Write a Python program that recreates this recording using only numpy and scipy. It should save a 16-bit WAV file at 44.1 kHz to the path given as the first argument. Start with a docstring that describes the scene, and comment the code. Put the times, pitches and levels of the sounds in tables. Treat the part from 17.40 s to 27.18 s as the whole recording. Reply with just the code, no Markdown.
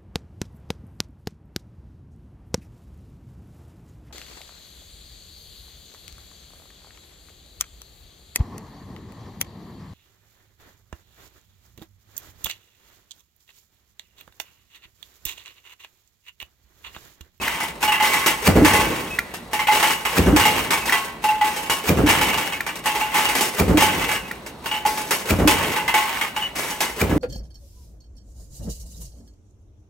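"""In a workshop, a mechanical press stamps sheet-steel brackets, one stroke every 1.7 s, over a steady shop drone.
Each stroke strikes the resonant frame in a fixed series of blows and ends in a short stick-slip groan.
The mechanism squeaks once a turn. Between strokes a bracket is kicked off the die, rocks, drops onto a chute,
skids down it and crashes onto the heap just after the next stroke: coloured noise grains drive the sheet's modes."""
import sys
import numpy as np
from scipy import signal
from scipy.fft import rfft, irfft, next_fast_len
from scipy.io import wavfile
from scipy.ndimage import uniform_filter1d

SR = 44100
rng = np.random.default_rng(int(sys.argv[2]) if len(sys.argv) > 2 else 0)


def generate_wav(sig):
    """Save sig (samples, or channels by samples) to the path in sys.argv[1] as 16-bit PCM at SR."""
    pcm = np.round(np.clip(np.atleast_2d(sig).T, -1, 1) * 32767).astype(np.int16)
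    wavfile.write(sys.argv[1], SR, pcm)


N = 431298
TIME = np.arange(N) / SR

# The punch meets the strip. Each row: contact in seconds, strength in dB.
PRESS_STROKES = [(-.635, 3), (1.073, 4), (2.780, 1.5), (4.489, 0.5), (6.197, 0), (7.905, 0), (9.613, -2.5)]
# The ejector kicks a finished bracket off the die. Each row: start in seconds, clang in dB, low ring in dB.
EJECTOR_KICKS = [(0.4274, -10, -20), (2.132, -14, -22), (3.840, -15, -14), (5.458, -11, -19),
                 (7.2586, -18, -37), (8.963, -21, -23)]
# A bracket lands and the heap settles. Each row: start in seconds, clang in dB, settling in seconds, settling in dB.
HEAP_LANDINGS = [(1.2477, -5.5, 0.36, -15.5), (2.9624, -7.5, .24, -12), (4.6628, -17, 0.4, -14),
                 (6.3721, -10.5, 0.3, -14.5), (8.0747, -4, .3, -14.5)]


def from_db(db):
    """Decibels to amplitude gain."""
    return 10 ** (np.asarray(db) / 20)


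def rms_one(x):
    """Scale to unit power."""
    return x / np.sqrt(np.mean(x ** 2) + 1e-20)


def per_bin(points):
    """A table interpolated over log frequency, read at every FFT bin."""
    hz, value = np.transpose(points)
    bin_hz = np.fft.rfftfreq(next_fast_len(N), 1 / SR)
    return np.interp(np.log(bin_hz + 1), np.log(hz), value)


def add(track, s, sound):
    """Mix a sound into a track from time s on."""
    at = round(s * SR)
    sound, at = sound[max(-at, 0):], max(at, 0)
    track[at:at + len(sound)] += sound[:max(N - at, 0)]


def dying(t, t60):
    """Exponential decay, 60 dB in t60 seconds."""
    return np.exp(-np.log(1000) * t / t60)


def cycle(rows):
    """A level curve repeated at every stroke and scaled by its strength, as a gain."""
    after, db = np.transpose(rows)
    shape = from_db(np.interp(np.arange(after[0], after[-1], 1 / SR), after, db))
    out = np.zeros(N)
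    for s, strength_db in PRESS_STROKES:
        add(out, s + after[0], from_db(strength_db) * shape)
    return out


def grains(spectrum, spread_db):
    """Stereo stream of tiny contacts of uneven size, coloured by a spectrum; rms 1."""
    # How alike left and right are at each frequency. Each row: frequency in Hz, likeness from 0 to 1.
    likeness = [(30, .99), (120, 1), (500, 0.8), (1000, 0.7), (2000, 0.68), (4000, 0.22), (8000, 0.9),
                (15000, 1)]
    size_db = spread_db * np.repeat(rng.standard_normal(N // 32 + 1), 32)[:N]
    noise = rng.standard_normal((2, N)) * from_db(size_db)
    mid, side = rfft(noise, next_fast_len(N)) * from_db(per_bin(spectrum))
    alike = np.clip(per_bin(likeness), 0, 1)
    stereo = np.sqrt(1 + alike) * mid + np.sqrt(1 - alike) * side * [[1], [-1]]
    return rms_one(irfft(stereo, next_fast_len(N))[:, :N])


def ring(force, hz, t60):
    """Two-pole mode: a unit click sets a sine of height 1 ringing."""
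    r, w = from_db(-60 / (t60 * SR)), 2 * np.pi * hz / SR
    return signal.lfilter([0, np.sin(w)], [1, -2 * r * np.cos(w), r * r], force + 1e-18)


def resonance(x, hz, width_hz):
    """Two-pole band-pass with gain 1 on top."""
    r = np.exp(-np.pi * width_hz / SR)
    zeros = np.array([1, 0, -1]) * (1 - r * r) / 2
    poles = [1, -2 * r * np.cos(2 * np.pi * hz / SR), r * r]
    return signal.lfilter(zeros, poles, x + 1e-18)


def slip(hz, length, edge, overtone_db, waver):
    """A burst of stick-slip: a slightly unsteady tone and its octave that stop when the parts let go."""
    t = np.arange(round((length + edge) * SR)) / SR
    wander = np.interp(t, np.linspace(0, t[-1], num=8), rng.standard_normal(8))
    phase = 2 * np.pi * np.cumsum(hz * (1 + waver * wander)) / SR
    envelope = np.interp(t, [0, edge, length, length + edge], [0, 1, 1, 0])
    return envelope * (np.sin(phase) + from_db(overtone_db) * np.sin(2 * phase))


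def shop_drone():
    """Motor, flywheel and the rest of the shop: steady coloured noise."""
    # Each row: frequency in Hz, relative level in dB per Hz.
    drone_colour = [(25, -12), (55, 7.5), (100, -5), (170, 3.5), (300, 0), (500, -2.5), (1000, -4.5),
                    (2500, -26), (4000, -14.5), (9000, -64), (16000, -82)]
    return from_db(-40) * grains(drone_colour, spread_db=1.0)


def workshop(x, t60, treble_t60, wet_db):
    """A diffuse tail, different left and right, whose treble dies first."""
    t = TIME[:SR]
    noise = rng.standard_normal((2, SR))
    dull = signal.sosfilt(signal.butter(2, 2500, fs=SR, output="sos"), noise)
    tail = dull * dying(t, t60) + 2.1 * (noise - dull) * dying(t, treble_t60)
    tail *= t > .005
    tail *= from_db(wet_db) / np.sqrt(np.sum(dying(t, t60) ** 2))
    return x + signal.fftconvolve(x, tail, axes=1)[:, :N]


def edge_squeal():
    """The last bracket skids off the die on its edge and squeals by stick-slip."""
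    out = np.zeros(N)
    squeal = slip(hz=2950, length=0.055, edge=0.019, overtone_db=-25, waver=0.008)
    add(out, 9.008, from_db(-22.5) * squeal)
    return out


def squeaks():
    """A thin squeal in a dry joint, which then lets go with a chirp, a tick and a short, lower clack."""
    # The joint slips once a turn. Each row: release in seconds, chirp in dB.
    joint_slips = [(0.078, -12.5), (1.7868, -8.5), (3.494, -11), (5.205, -14), (6.911, -19), (8.62, -26)]
    out, release = np.zeros((2, N))
    for s, db in joint_slips:
        squeal = slip(hz=2570, length=0.054, edge=0.0063, overtone_db=-28, waver=0.0088)
        add(out, s - .085, from_db(db - 20.5) * squeal)
        chirp = slip(hz=1996, length=0.00404, edge=0.0012, overtone_db=-20, waver=0.1)
        add(out, s, from_db(db) * chirp)
        add(release, s + .003, from_db([db]))
    clack = from_db(-11.0) * ring(release, hz=1390, t60=0.064)
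    clack += from_db(-15) * ring(release, hz=2385, t60=0.1)
    burst = rng.standard_normal(2048) * dying(TIME[:2048], t60=.03)
    tick = signal.fftconvolve(release, burst)[:N]
    return out + clack + from_db(-10.0) * tick


def chatter(t60):
    """A crack and a dying chatter, as a gain."""
    t = TIME[:SR // 2]
    return dying(t, max(t60, .02)) + 0.1 * dying(t, t60=0.0079)


def rubbing(length, fade_db_per_s):
    """Loose steel starts to move at once, loses energy steadily, then comes to rest."""
    attack_s, release_t60_s = .008, .6
    t = TIME[:SR]
    moving = np.minimum(t / attack_s, 1) * from_db(-fade_db_per_s * t)
    return moving * dying(np.maximum(t - length, 0), release_t60_s)


def bracket_hits():
    """Every hit, sorted: start s, clang dB, leading mode Hz, low ring dB, crash dB, chatter t60 s."""
    # A bracket rocks, then drops flat onto the chute.
    # Each row: start in seconds, clang in dB, leading mode in Hz, low ring in dB.
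    knocks = [(0.4777, -14.5, 2900, -16.5), (0.5197, -11.5, 2740, -26), (0.601, -14, 2070, -15),
              (2.1922, -15, 2090, -23), (2.283, -14, 2020, -10), (3.8874, -17.5, 2690, -13.5),
              (4.0116, -16.5, 2000, -11.5), (5.6115, -17, 2780, -20), (5.746, -31, 2720, -20),
              (7.3135, -17.5, 2860, -24.5), (7.3448, -20.5, 3020, -28), (7.4505, -19.5, 2026, -11),
              (8.965, -21.5, 2920, -24.5), (9.024, -23.5, 2810, -47), (9.3125, -32, 2940, -32.5)]
    # An edge strikes the chute or other brackets.
    # Each row: start in seconds, clang in dB, low ring in dB, crash in dB.
    clashes = [(0.203, -20, -31.5, -31), (0.7394, -16, -27, -27), (0.8617, -8, -25, -15.5),
               (1.3355, -11, -17, -20.5), (1.3987, -15.5, -24, -25.5), (2.2703, -12, -34, -33.5),
               (2.4274, -7.5, -18.5, -21.5), (2.6517, -14, -32, -27), (3.053, -8, -15, -21),
               (3.306, -8.5, -27, -21), (3.456, -35, -38, -25.5), (3.5234, -10, -24.5, -28),
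               (4.1632, -22, -26.5, -29.5), (4.2976, -14, -31, -20), (4.6893, -9.5, -27, -20),
               (4.8127, -12.5, -21.5, -22.5), (4.9755, -17, -29, -27), (5.123, -19.5, -38, -36),
               (5.2644, -18, -43, -32.5), (5.5508, -24.5, -23, -28.5), (5.7777, -14.5, -20.5, -28),
               (5.887, -16, -24, -25), (5.951, -16, -35, -21.5), (6.0088, -15.5, -25, -18),
               (6.4224, -10.5, -15, -18.5), (6.6893, -18, -26, -31), (6.7144, -16.5, -32, -26),
               (7.4617, -19, -20, -24), (7.5746, -21, -26.5, -28), (7.7077, -13, -30.5, -18),
               (8.3614, -16.5, -23.5, -32), (8.479, -12, -35, -30.5), (8.541, -8, -13, -23),
               (8.8118, -14.5, -36, -30), (9.405, -13.5, -28, -20)]
    low_hz, high_hz = 1943, 2355  # range of the leading mode in landings and clashes
    far_end_s, far_end_db = 0.034, -11  # the other end lands a moment later: delay, clang
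    # crash and low-ring offsets are relative to the clang
    hits = [(s, db, 2740, ring_db, db - 12, 0.26) for s, db, ring_db in EJECTOR_KICKS]
    hits += [(s, db, hz, ring_db, db - 19.5, 0.37) for s, db, hz, ring_db in knocks]
    for s, clang_db, _, _ in HEAP_LANDINGS:
        for at, db in (s, clang_db), (s + far_end_s, far_end_db):
            hits.append((at, db, rng.uniform(low_hz, high_hz), db - 13, db - 9.5, 0.17))
    for s, db, ring_db, crash_db in clashes:
        hits.append((s, db, rng.uniform(low_hz, high_hz), ring_db, crash_db, 0.32))
    return sorted(hits)


def contacts(hits):
    """Hits, slides, the settling heap and the tooling add up in power; returns clang and crash gains."""
    # A bracket skids down the chute, or slips down the heap.
    # Each row: start in seconds, length in seconds, clang in dB, crash in dB.
    slides = [(0.01, 0.23, -15.5, -30.5), (0.619, .2, -11, -22.5), (2.314, 0.21, -12, -23),
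              (2.687, .1, -19, -35), (3.33, .12, -20, -32), (3.47, .15, -16, -30), (4.039, 0.2, -21, -30.5),
              (5.476, 0.3, -18, -34), (5.739, 0.29, -12.5, -25), (7.47, 0.26, -28, -30.5),
              (8.57, .27, -13.5, -33), (9.151, 0.17, -20, -26)]
    # The tooling clicks at fixed points of every turn, levels relative to the stroke strength.
    # Each row: seconds after contact, clang in dB, crash in dB, chatter t60 in seconds.
    tool_clicks = [(-.05, -30, -34, .12), (.083, -21, -33, .16), (.866, -25, -32, .15)]
    # Strip feed and loose tooling rattle most around the stroke and rest at the top of the turn.
    # Each row: seconds after contact, clang in dB relative to the stroke strength.
    tool_rattle = [(-.45, -44), (-.12, -33), (0, -28), (.3, -33), (.7, -38), (.86, -46), (1.0, -54),
                   (1.25, -44)]
    slide_fade_db_per_s, settle_fade_db_per_s = 36, 18.5
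    push_s, push_db, push_crash_db = .024, -16, -12  # nudge before a kick: lead, re kick, crash re nudge
    settle_crash_db, tool_crash_db = -15.5, -11  # relative to the clang
    idle_clang_db, idle_crash_db = -48, -54  # faint jingling that never stops

    bursts = [(s, clang_db, crash_db, chatter(t60)) for s, clang_db, _, _, crash_db, t60 in hits]
    for s, length, clang_db, crash_db in slides:
        bursts.append((s, clang_db, crash_db, rubbing(length, slide_fade_db_per_s)))
    for s, _, length, db in HEAP_LANDINGS:
        bursts.append((s, db, db + settle_crash_db, rubbing(length, settle_fade_db_per_s)))
    for s, kick_db, _ in EJECTOR_KICKS:
        db = kick_db + push_db
        bursts.append((s - push_s, db, db + push_crash_db, rubbing(push_s, slide_fade_db_per_s)))
    for s, db in PRESS_STROKES:
        for after, clang_db, crash_db, t60 in tool_clicks:
            bursts.append((s + after, db + clang_db, db + crash_db, chatter(t60)))

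    tooling = cycle(tool_rattle)
    clang_power = tooling ** 2 + from_db(idle_clang_db) ** 2
    crash_power = (from_db(tool_crash_db) * tooling) ** 2 + from_db(idle_crash_db) ** 2
    for s, clang_db, crash_db, shape in bursts:
        add(clang_power, s, (from_db(clang_db) * shape) ** 2)
        add(crash_power, s, (from_db(crash_db) * shape) ** 2)
    return np.sqrt(clang_power), np.sqrt(crash_power)


def bounces(hits, per_s, t60, share, settle_t60):
    """After a hit's first firm contact, loose parts rebound at random, each touch dying at once; gain, rms near 1."""
    touches = (rng.random(N) < per_s / SR) * rng.uniform(0.47, 1, N)
    rebound = rms_one(signal.lfilter([1], [1, -dying(1 / SR, t60)], touches + 1e-18))
    firm = np.zeros(N)
    for s, *_ in hits:
        add(firm, s, dying(TIME[:SR // 3], settle_t60))
    loose = np.clip(share, 0, 1) * np.clip(1 - 2 * firm, 0, 1)
    return np.sqrt(1 - loose + loose * rebound ** 2)


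def leading_modes(hits, ring_db, softness, full_contrast_db):
    """Where a bracket is struck picks the mode that sings; the blunter the contact, the more it stands out."""
    out, t = np.zeros(N), TIME[:SR // 3]
    rise = 1 - dying(t, t60=.003)
    for (s, clang_db, hz, _, crash_db, t60), draw in zip(hits, rng.random((len(hits), 2))):
        blunt_db = softness * min(clang_db - crash_db - full_contrast_db, 0)
        # bent flanges split the mode into a beating pair
        twin_hz = hz + 130 * (draw[0] - .5)
        pair = np.sin(2 * np.pi * hz * t) + 1.47 * np.sin(2 * np.pi * (twin_hz * t + draw[1]))
        decay = dying(t, 0.78 * max(t60, .02))
        add(out, s, from_db(clang_db + ring_db + blunt_db) * pair * rise * decay)
    return out


def flexing(hits, hz, t60, waver):
    """The sheet's lowest mode: each contact stops the old swing and starts a new one; the pitch wavers."""
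    swing, decay = np.zeros(N), dying(TIME, t60)
    for s, _, _, ring_db, _, _ in hits:
        at = round(s * SR)
        swing[at:] = from_db(ring_db) * decay[:N - at]
    swing = signal.lfilter(*signal.butter(1, 45, fs=SR), swing)  # softens the onsets
    wander = rms_one(uniform_filter1d(rng.standard_normal(N), size=700))
    return swing * np.sin(2 * np.pi * np.cumsum(hz * (1 + waver * wander)) / SR)


def tinkling(hits, level, low_hz, high_hz, count, t60):
    """Hits and chance corner taps ring the many brackets lying about, each with its own pitch and place."""
    taps_per_s, spread_db = 34, 5.5  # spread: how unevenly a tap feeds the modes
    taps = rng.uniform(0, TIME[-1], round(taps_per_s * TIME[-1]))
    at = (np.append(np.array(hits)[:, 0], taps) * SR).astype(int) + 1
    pitches_hz = np.geomspace(low_hz, high_hz, num=count) * (1 + .02 * rng.standard_normal(count))
    out = np.zeros((2, N))
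    for hz, place in zip(pitches_hz, rng.uniform(0, np.pi / 2, count)):
        force = np.zeros(N)
        uneven = from_db(spread_db * np.clip(rng.standard_normal(len(at)), -2, 2))
        force[at] = level[at] * uneven * rng.choice([-1, 1], len(at))
        out += np.outer([np.cos(place), np.sin(place)], ring(force, hz, t60))
    return out


def brackets():
    """Contacts excite the strong low modes of the sheet and a thicket of faint high ones."""
    # Ringing modes of a bracket and of the chute it strikes; the narrow one near 1090 Hz is the chute's. Each
    # row: frequency in Hz, width in Hz, relative level in dB.
    sheet_modes = [(883, 2.4, -4), (958, 37, -7.5), (1092, 5.1, 3), (1196, 8.1, -26), (1550, 11, -2),
                   (1677, 12, -4), (1960, 15, -5.5), (2025, 26.6, 2.5), (2237, 22, -1), (2270, 34, -1),
                   (2730, 25, 2), (2806, 100, -4.5), (2880, 25, 5.5), (3020, 22, 3), (3216, 30, -2)]
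    # Broad colour of the sheet's clang. Each row: frequency in Hz, relative level in dB per Hz.
    clang_colour = [(300, -62), (650, -3.5), (900, 5), (1400, -3), (2100, 0.5), (2500, 1.5), (2950, -4.5),
                    (3500, -5.5), (5000, -13.5), (9000, -14.5)]
    # Colour of the sharp edge contacts. Each row: frequency in Hz, relative level in dB per Hz.
    crash_colour = [(40, -19), (200, 4.5), (400, 10), (650, 5.5), (1200, 3.5), (2500, 1.5), (4000, -3),
                    (6000, -0.5), (7200, -3.5), (8500, -2.5), (11500, 0), (13000, -11.5), (15500, -7)]
    hits = bracket_hits()
    clang_level, crash_level = contacts(hits)
    rattle = bounces(hits, per_s=70, t60=0.088, share=0.44, settle_t60=0.17)
    clang = clang_level * rattle * grains(clang_colour, spread_db=3.0)
    crash = crash_level * rattle * grains(crash_colour, spread_db=-0.5)

    hit_times, modes = np.array(hits)[:, 0], 0
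    for k, (hz, width_hz, db) in enumerate(sheet_modes):
        # every hit lands somewhere else, and so favours other modes
        favour_db = db + 3.5 * rng.standard_normal(len(hit_times))
        favour = np.interp(TIME, hit_times, from_db(favour_db))
        modes = modes + (-1) ** k * resonance(clang * favour, hz, width_hz)
    high_hz = np.linspace(3500, 12500, num=22) + 130 * rng.standard_normal(22)
    thicket = sum((-1) ** k * resonance(crash, hz, width_hz=57) for k, hz in enumerate(high_hz))
    # ringing trails the contact by 2 ms; the mask drops what the roll wraps round
    ringing = from_db(-2.0) * modes + from_db(4.5) * thicket
    ringing = np.roll(ringing, round(.002 * SR), axis=1) * (TIME > .003)

    singing = leading_modes(hits, ring_db=-3.0, softness=0.98, full_contrast_db=26.5)
    singing += from_db(3.5) * flexing(hits, hz=854.5, t60=0.29, waver=0.0075)
    clinks = tinkling(hits, clang_level, low_hz=948, high_hz=3200, count=18, t60=0.12)
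    pings = tinkling(hits, crash_level, low_hz=3490, high_hz=14520, count=24, t60=0.12)
    small = from_db(-21) * clinks + from_db(-18.5) * pings
    return from_db(-8.5) * clang + from_db(0.1) * crash + ringing + singing + small


def press():
    """Each stroke clamps and shears the strip, strikes the frame's modes, then groans as the punch pulls out."""
    # Each row: seconds after contact, blow in dB relative to the stroke strength.
    blows = [(0.001, -14), (0.0116, -7.5), (0.025, -15), (0.083, -12), (0.099, -8.5), (0.1155, -9.5),
             (0.148, -8.5)]
    # Modes of the press frame. Each row: frequency in Hz, relative level in dB, t60 in seconds.
    frame_modes = [(50.9, -38, 0.35), (75, -21, 0.35), (90.7, -19.5, 0.76), (115, -16.5, 0.18),
                   (174, -17.5, 0.13), (205.8, -12, 0.12), (255, -9, 0.06), (368, -10, 0.044),
                   (420, -33, 0.024), (504, -23, 0.018)]
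    # Shaking of bed and floor. Each row: seconds after contact, relative level in dB.
    shake_curve = [(-.02, -36), (.015, -14), (0.049, -23), (.075, -26), (0.099, -14.5), (.18, -24),
                   (.26, -26), (.4, -27), (.7, -44), (1.1, -76)]
    # Colour of that shaking. Each row: frequency in Hz, relative level in dB per Hz.
    shake_colour = [(25, -36), (42, -36), (55, -1), (80, -9), (140, -8.5), (200, -6.5), (320, -6.5),
                    (520, -8.5), (750, -16), (1500, -22.5), (4000, -43)]
    # The punch bites ever harder, until the sheet gives.
    # Each row: seconds after contact, level in dB relative to the stroke strength.
    bite_curve = [(-.035, -35), (-.012, -22.5), (0, -18), (.005, -13), (.009, -27.5), (.035, -34)]
    # Colour of the shearing. Each row: frequency in Hz, relative level in dB per Hz.
    shear_colour = [(200, -7), (900, 2), (2400, 0), (3800, -8), (9000, -9.5), (15500, -9)]
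    force, tones = np.zeros((2, N))
    pulse, t = np.hanning(32), TIME[:SR // 4]
    die_ping = from_db(-12.5) * np.sin(2 * np.pi * 2370 * t) * dying(t, t60=0.036)
    for s, strength_db in PRESS_STROKES:
        for delay, db in blows:
            add(force, s + delay, from_db(db + strength_db) * pulse / pulse.sum())
        clamping = slip(hz=443, length=0.0324, edge=0.0025, overtone_db=-22, waver=0.12)
        add(tones, s - .05, from_db(-31) * clamping)
        add(tones, s + 0.00135, die_ping)
        groan = slip(hz=301.3, length=0.0366, edge=0.0041, overtone_db=-31, waver=0.031)
        add(tones, s + .146, from_db(strength_db - 12.5) * groan)
    frame = sum(from_db(db) * ring(force, hz, t60) for hz, db, t60 in frame_modes)
    air_knock = from_db(-24) * ring(force, hz=120, t60=.018)  # the air shoved aside by each blow
    shearing = cycle(bite_curve) * grains(shear_colour, spread_db=2.0)
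    shaking = cycle(shake_curve) * grains(shake_colour, spread_db=2.5)
    return from_db(3.0) * frame + air_knock + tones + shearing + from_db(-1.5) * shaking


def scene():
    """Press and brackets close by, the shop droning behind."""
    drone = shop_drone()
    metal = brackets() + squeaks() + edge_squeal()
    metal = workshop(metal, t60=0.98, treble_t60=0.21, wet_db=-12.5)
    return workshop(press(), t60=0.22, treble_t60=0.2, wet_db=-13.0) + metal + drone


def record(dry):
    """Left and right differ in level and phase by frequency; lowest bass and top are cut, peaks rounded."""
    # Each row: frequency in Hz, left-right level in dB.
    stereo_balance = [(300, 0), (700, -1.3), (2300, -.7), (4400, 3.3), (8100, .8), (12000, 0)]
    # Each row: frequency in Hz, phase in radians by which left leads.
    stereo_phase = [(300, 0), (1640, .1), (2930, 1.1), (3790, .7), (8000, .5), (8900, -.5), (10200, -3.14),
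                    (11500, -5.5), (12200, -6.4), (13800, -9.4), (15400, -12.6)]
    half = np.array([[.5], [-.5]])
    stereo = from_db(half * per_bin(stereo_balance)) * np.exp(1j * half * per_bin(stereo_phase))
    heard = irfft(rfft(dry, next_fast_len(N)) * stereo, next_fast_len(N))[:, :N]
    heard = signal.sosfilt(signal.butter(4, 46, "high", fs=SR, output="sos"), heard)
    low_pass = signal.ellip(10, .2, 80, 15800, fs=SR, output="sos")
    return signal.sosfilt(low_pass, np.tanh(heard))


dry = scene()
out = record(dry)
generate_wav(out)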